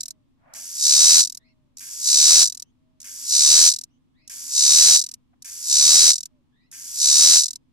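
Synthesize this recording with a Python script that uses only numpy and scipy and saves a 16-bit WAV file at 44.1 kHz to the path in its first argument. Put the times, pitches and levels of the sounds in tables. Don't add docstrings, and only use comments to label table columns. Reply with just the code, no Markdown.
import sys
import numpy as np
from scipy import signal
from scipy.fft import rfft, irfft, next_fast_len
from scipy.io import wavfile

SR = 44100
rng = np.random.default_rng(int(sys.argv[2]) if len(sys.argv) > 2 else 0)


def generate_wav(signal):
    frames = np.transpose(np.atleast_2d(signal))
    scaled = np.clip(frames, -1, 1) * 32767
    pcm = np.round(scaled).astype(np.int16)
    wavfile.write(sys.argv[1], SR, pcm)


N = 340452
TIME = np.arange(N) / SR

# (frequency [Hz], level [dB])
RUMBLE_COLOUR = [(20, -0.5), (45, -4), (75, -1.5), (150, -1), (210, -9.5), (252, 5.5), (290, -5.5),
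                 (355, -12.5), (420, -24.5), (900, -55.5)]
# (frequency [Hz], level [dB])
AIR_COLOUR = [(250, -12), (450, -2), (750, -5.5), (1050, -2), (1500, -12), (3400, -11.5), (4800, -17),
              (8000, -21), (16000, -29)]
# (middle [s], half length [s], level [dB])
RUSTLES = [(0.536, 0.087, -54), (5.338, .007, -65)]
# (frequency [Hz], level [dB])
RUSTLE_COLOUR = [(300, -38), (520, -2), (660, 9), (900, 2), (1500, 0), (2400, -8), (4000, -35), (9000, -38)]
# (start [s], length [s], pitch [Hz], level [dB])
COOS = [(-.1, 0.38, 640, -79), (1.33, 0.42, 630, -81), (2.76, .42, 630, -79), (4.19, 0.42, 625, -79),
        (6.3, 0.12, 600, -76)]
# (start [s], length [s], pitch [Hz], level [dB])
SQUEALS = [(1.39, 0.15, 2100, -71), (1.44, .09, 2600, -74), (2.63, .09, 3100, -79), (3.89, .1, 3050, -80),
           (4.14, 0.15, 2080, -73), (4.17, .12, 2520, -72), (6.52, 0.18, 1980, -73), (6.6, .08, 2550, -78)]
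# (first tick [s], buzz starts [s], abdomen is up [s], buzz breaks [s],
#   starting level [dB, relative], release [s], opening ticks [count], closing ticks [count],
#   gap after the first closing tick [s])
PHRASES = [(-.73, -.72, -.43, -.043, -42, .03, 1, 7, .025),
           (.537, .548, .842, 1.229, -40, .026, 1, 7, .019),
           (1.771, 1.805, 2.08, 2.455, -40.5, .028, 3, 8, .018),
           (3.003, 3.042, 3.332, 3.715, -43.3, .036, 3, 6, .022),
           (4.277, 4.297, 4.576, 4.992, -39.5, .032, 1, 7, .022),
           (5.423, 5.446, 5.717, 6.132, -40.5, .03, 1, 6, .024),
           (6.715, 6.725, 7.026, 7.434, -45.5, .066, 1, 6, .023)]
# (place in the cycle [0-1], level [dB, relative], shrillness [0-1])
BUZZ_RIBS = [(0, 0, .1), (.12, -1.5, .1), (.25, -2.5, .4), (.39, -4, .3), (.53, -6.5, .7), (.66, -7, .9),
             (.79, -12.5, .8)]
# (delay [s], level [dB, relative], shrillness [0-1])
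TICK_RIBS = [(0, 3, 0.4), (.0013, -1.5, 0.28), (.0027, -5, 0.9)]
# (frequency [Hz], level [dB])
DEEP_COLOUR = [(1000, -8.5), (3000, 2), (4000, 2), (6000, 1.5), (7500, -1), (9000, -1), (12000, -21)]
# (frequency [Hz], level [dB])
SHRILL_COLOUR = [(1000, -25.5), (3900, -7), (4600, 1), (5150, 4), (6000, -1), (7300, 4), (9000, 2),
                 (12000, -11)]
# (frequency [Hz], width [Hz], level [dB, relative], left above right [dB])
BODY_MODES = [(3687, 277, -17.6, 2.4), (3862, 97, -8.2, -5.1), (4000, 129, -7.2, 1.9),
              (4160, 165, -5.4, 5.1), (4353, 125, -8, 3.5), (4630, 150, -8, -5.4), (4881, 121, -9.8, -6.8),
              (5170, 194, -6.4, -1.0), (5479, 102, -8.8, 3.6), (5672, 117, -5.8, -1.0),
              (5930, 150, -1.2, 1.0), (6074, 168, 1.0, -2.5), (6549, 195, -10.1, -1.0),
              (6720, 106, -11.5, 4.6), (6933, 133, -7.4, 1.3), (7166, 128, -4.7, -1.3),
              (7471, 83, -8.2, -0.5), (7575, 98, -4.6, -2.4), (7731, 163, -16.5, 26.0),
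              (8178, 213, -10.5, 9.1), (8548, 308, -3.8, -5.4), (8597, 145, -0.8, -3.6),
              (8875, 115, -13.8, 8.8), (9327, 245, -14.5, 2.8)]
# (frequency [Hz], level [dB])
RASP_COLOUR = [(400, -48), (900, -27), (1500, -20.5), (2400, -14), (2900, -11), (4250, -14), (4650, -4.5),
               (6000, 2), (7800, -1.5), (8700, 1.5), (9900, -7.5), (11600, -2.5), (13000, -8), (15800, -19)]
# (frequency [Hz], level [dB])
CREAK_COLOUR = [(500, -36), (1000, -15), (1450, -7), (1700, 3), (2000, -2), (2350, 0), (3000, -3),
                (4500, -22)]
# (frequency [Hz], phase [rad])
PORT_LEAD = [(3700, -1), (4150, 2.27), (4600, 0.35), (5000, 2.02), (5400, -2.35), (5750, -0.83),
             (6000, -1.47), (6500, -1.5), (7100, -0.05), (7600, -2.48), (8200, -4.5), (8600, -1.5),
             (9500, -1), (12000, -1.3)]

CLOSED_DB, OPEN_DB = -42.5, -12.5
CREEP_DB, LIFTED_DB, CREST_DB, RELEASED_DB = -32.5, -14.8, -8.5, -20
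LIFT_S, GROW_S = .1, .21
PAUSE_S = .005
START_PACE_HZ, LADEN_PACE_HZ, FULL_PACE_HZ = 103, 69.5, 82.3
LADEN_LEAD_S, REGAIN_S = .07, .26
SAG_HZ_PER_S = 18
PACE_WAVER_HZ, WAVERS_PER_S = 1.4, 40
TICK_GAP_S = .025
FIRST_TICK_DB, TICK_LOSS_DB, BARE_TICK_DB = -12.7, 3.6, -28.5
LAST_TICK_EXTRA_DB = 1.2
OPENING_TICK_DB = 7.5


def from_db(db):
    return 10 ** (np.asarray(db) / 20)


def rms_one(x):
    return x / np.sqrt(np.mean(x ** 2) + 1e-20)


def coloured(x, points):
    hz, db = np.transpose(points)
    bins = np.maximum(np.abs(np.fft.fftfreq(4096, 1 / SR)), 1)
    gain = rms_one(from_db(np.interp(np.log(bins), np.log(hz), db)))
    spectrum = np.exp(np.conj(signal.hilbert(np.log(gain))))
    response = np.fft.ifft(spectrum).real[:2048]
    return signal.oaconvolve(x, np.array(response, ndmin=x.ndim), axes=-1)[..., :N]


def wander(per_s):
    knots = rng.standard_normal(4000)
    return np.interp(TIME * per_s, np.arange(len(knots)), knots)


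def clicks(times, heights):
    heard = (times >= 0) & (times < N / SR)
    return np.bincount((times[heard] * SR).astype(int), heights[heard], N)


def fading(energy, t60):
    r = from_db(-120 / (t60 * SR))
    return signal.lfilter([1 - r], [1, -r], energy + 1e-22)


def rumble(level_db=-63.8):
    return from_db(level_db) * coloured(rng.standard_normal((2, N)), RUMBLE_COLOUR)


def air(level_db=-78):
    return from_db(level_db) * coloured(rng.standard_normal((2, N)), AIR_COLOUR)


def rustles():
    stir = sum(from_db(db) * np.exp(-((TIME - middle) / half) ** 2) for middle, half, db in RUSTLES)
    return stir * coloured(rng.standard_normal((2, N)), RUSTLE_COLOUR)


def far_notes(notes, glide, arch, waver, octave_db):
    out = np.zeros((2, N))
    blur = 1 + waver * np.array([wander(400), wander(400)])
    for start, length, hz, db in notes:
        on = (TIME > start) & (TIME < start + length)
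        u = (TIME[on] - start) / length
        pitch = hz * (1 + glide * (u - .5) - arch * (u - .5) ** 2) * blur[:, on]
        phase = 2 * np.pi * np.cumsum(pitch, axis=1) / SR
        tone = np.sin(phase) + from_db(octave_db) * np.sin(2 * phase)
        out[:, on] += from_db(db) * np.sqrt(2 * np.sin(np.pi * u)) * tone
    return out


def dove():
    return far_notes(COOS, glide=-.12, arch=0.254, waver=0.005, octave_db=-31)


def squealing_bird():
    return far_notes(SQUEALS, glide=.2, arch=.35, waver=.05, octave_db=-2)


def garden():
    return rumble() + air() + rustles() + dove() + squealing_bird()


def foliage(x, direct=.6, likeness=0.45):
    t = TIME[:2048]
    shared = rng.standard_normal(len(t))
    separate = rng.standard_normal((2, len(t)))
    echoes = np.sqrt(likeness) * shared + np.sqrt(1 - likeness) * separate
    echoes = rms_one(echoes * from_db(-60 * t / .026)) / np.sqrt(len(t))
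    return direct * x + signal.oaconvolve(x[None], echoes, axes=1)[:, :N]


def crumpled(snaps, share):
    return snaps + share * np.sqrt(fading(snaps ** 2, .003)) * rng.standard_normal(N)


def opening(level_db):
    return np.clip((level_db - CLOSED_DB) / (OPEN_DB - CLOSED_DB), 0, 1)


def creak(snap_times, level_db=-54, t60=.6):
    strain = sum((TIME > start) * from_db(-60 * np.abs(TIME - start) / t60) for _, start, *_ in PHRASES)
    snaps = crumpled(clicks(snap_times, np.ones(len(snap_times))), 2)
    return from_db(level_db) * strain * rms_one(coloured(foliage(snaps), CREAK_COLOUR))


def lone_contractions(uneven_db=0.5):
    pulls = []
    for first, start, _, end, start_db, _, n_opening, n_closing, first_gap in PHRASES:
        for time in np.linspace(first, start, n_opening, endpoint=False):
            pulls.append((time, start_db + OPENING_TICK_DB))
        for k in range(n_closing):
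            delay = first_gap + (k - 1) * TICK_GAP_S if k else 0
            settling_db = LAST_TICK_EXTRA_DB * (k == n_closing - 1)
            level_db = max(FIRST_TICK_DB - k * TICK_LOSS_DB, BARE_TICK_DB)
            pulls.append((end + delay, level_db + settling_db))
    at, level_db = np.transpose(pulls)
    return at, level_db + uneven_db * rng.standard_normal(len(at))


def ticks(gain_db=16, extra_opening_db=2, paired_above_db=-18, pair_lag_s=0.0068, pair_db=-1.5,
          jitter_s=.00008):
    at, level_db = lone_contractions()
    paired = 1 / (1 + from_db(6 * (paired_above_db - level_db)))
    snaps = []
    for lag, gain in ((0, 1), (pair_lag_s, paired * from_db(pair_db))):
        for delay, rib_db, shrill in TICK_RIBS:
            late = jitter_s * rng.standard_normal(len(at))
            height = gain * from_db(level_db + rib_db + gain_db)
            shrillness = np.full(len(at), shrill)
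            snaps.append([at + lag + delay + late, height, level_db + extra_opening_db, shrillness])
    return np.hstack(snaps)


def swell(t, start, up, end, start_db, release_s):
    rise = np.interp(t, [start, up - LIFT_S, up, up + GROW_S], [start_db, CREEP_DB, LIFTED_DB, CREST_DB])
    return rise + np.interp(t, [end - release_s, end], [0, RELEASED_DB - CREST_DB])


def muscle_pace(t, start, up):
    slowing = np.interp(t, [start, up - LADEN_LEAD_S], [START_PACE_HZ, LADEN_PACE_HZ])
    regained = np.clip((t - up + LADEN_LEAD_S) / (LADEN_LEAD_S + REGAIN_S), 0, 1) ** 2
    tiring = SAG_HZ_PER_S * np.maximum(t - up - REGAIN_S, 0)
    waver = PACE_WAVER_HZ * np.interp(t, TIME, wander(WAVERS_PER_S))
    return slowing + (FULL_PACE_HZ - LADEN_PACE_HZ) * regained - tiring + waver


def buzz(jitter_s=.00003, slack_jitter_s=0.00035, uneven_db=0.3, slack_contrast=.3):
    share, rib_db, rib_shrill = np.transpose(BUZZ_RIBS)
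    snaps = []
    for _, start, up, end, start_db, release_s, *_ in PHRASES:
        t = np.arange(start, end - PAUSE_S, 1 / SR)
        pace = muscle_pace(t, start, up)
        cycles = np.cumsum(pace) / SR
        due = np.arange(80)[:, None] + share
        at = np.interp(due, cycles, t)
        level_db = swell(at, start, up, end, start_db, release_s)
        lifted = opening(level_db)
        late, strong = rng.standard_normal((2, *due.shape))
        contrast = slack_contrast + (1 - slack_contrast) * lifted
        weight = from_db(rib_db * contrast + uneven_db * strong)
        weight = weight / np.sqrt(np.sum(weight ** 2, axis=1, keepdims=True))
        height = weight * from_db(level_db) * np.sqrt(SR / np.interp(at, t, pace))
        at = at + late * (jitter_s + slack_jitter_s * (1 - lifted) ** 2)
        shrill = 1 - lifted * (1 - rib_shrill)
        snaps.append(np.array([at, height, level_db, shrill])[:, due < cycles[-1]])
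    return np.hstack(snaps)


def body(drive):
    knock, response = signal.unit_impulse(2048), 0
    for k, (hz, width, db, pan_db) in enumerate(BODY_MODES):
        r = np.exp(-np.pi * width / SR)
        feedback = [1, -2 * r * np.cos(2 * np.pi * hz / SR), r * r]
        mode = signal.lfilter([1, 0, -1], feedback, knock) * (1 - r * r) / 2
        response = response + (-1) ** k * mode * from_db(db + pan_db * np.array([[.5], [-.5]]))
    response = response / np.sqrt(np.sum(response ** 2))
    return signal.oaconvolve(drive[None], response, axes=1)[:, :N]


def ports(x):
    size = next_fast_len(N + 4096)
    lead = np.interp(np.fft.rfftfreq(size, 1 / SR), *np.transpose(PORT_LEAD))
    turn = np.exp(1j * lead * np.array([[.5], [-.5]]))
    return irfft(rfft(x, size) * turn, size)[:, :N]


def cicada(sac_closed_db=-13, sac_open_db=-1.0, rasp_closed_db=-3, rasp_open_db=-17.5,
           sac_crumple=0.2, rasp_crumple=1.0, sizzle_db=-4, scatter_db=-14):
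    at, height, level_db, shrill = np.hstack([buzz(), ticks()])
    lifted = opening(level_db)
    push = height * from_db(sac_closed_db + (sac_open_db - sac_closed_db) * np.sqrt(lifted))
    deep = coloured(crumpled(clicks(at, push * (1 - shrill)), sac_crumple), DEEP_COLOUR)
    sharp = coloured(crumpled(clicks(at, push * shrill), sac_crumple), SHRILL_COLOUR)
    sac = body(deep + sharp)
    scatter = from_db(scatter_db) * foliage(sac.mean(axis=0), direct=0, likeness=0)
    dry_snaps = clicks(at, height * from_db(rasp_closed_db + (rasp_open_db - rasp_closed_db) * lifted))
    crinkle = fading(clicks(at, height * (1 - lifted) ** 2) ** 2, .02)
    sizzle = from_db(sizzle_db) * np.sqrt(crinkle) * rng.standard_normal((2, N))
    rasp = coloured(foliage(crumpled(dry_snaps, rasp_crumple)) + sizzle, RASP_COLOUR)
    return sac + scatter + rasp + creak(at)


def scene():
    return garden() + ports(cicada())


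def record(dry, ceiling=0.46, hardness=9.0, dull_hz=14400, cutoff_hz=15650):
    squashed = dry / (1 + np.abs(dry / ceiling) ** hardness) ** (1 / hardness)
    dulled = signal.sosfilt(signal.butter(2, dull_hz, fs=SR, output="sos"), squashed)
    return signal.sosfilt(signal.ellip(10, .1, 80, cutoff_hz, fs=SR, output="sos"), dulled)


dry = scene()
out = record(dry)
generate_wav(out)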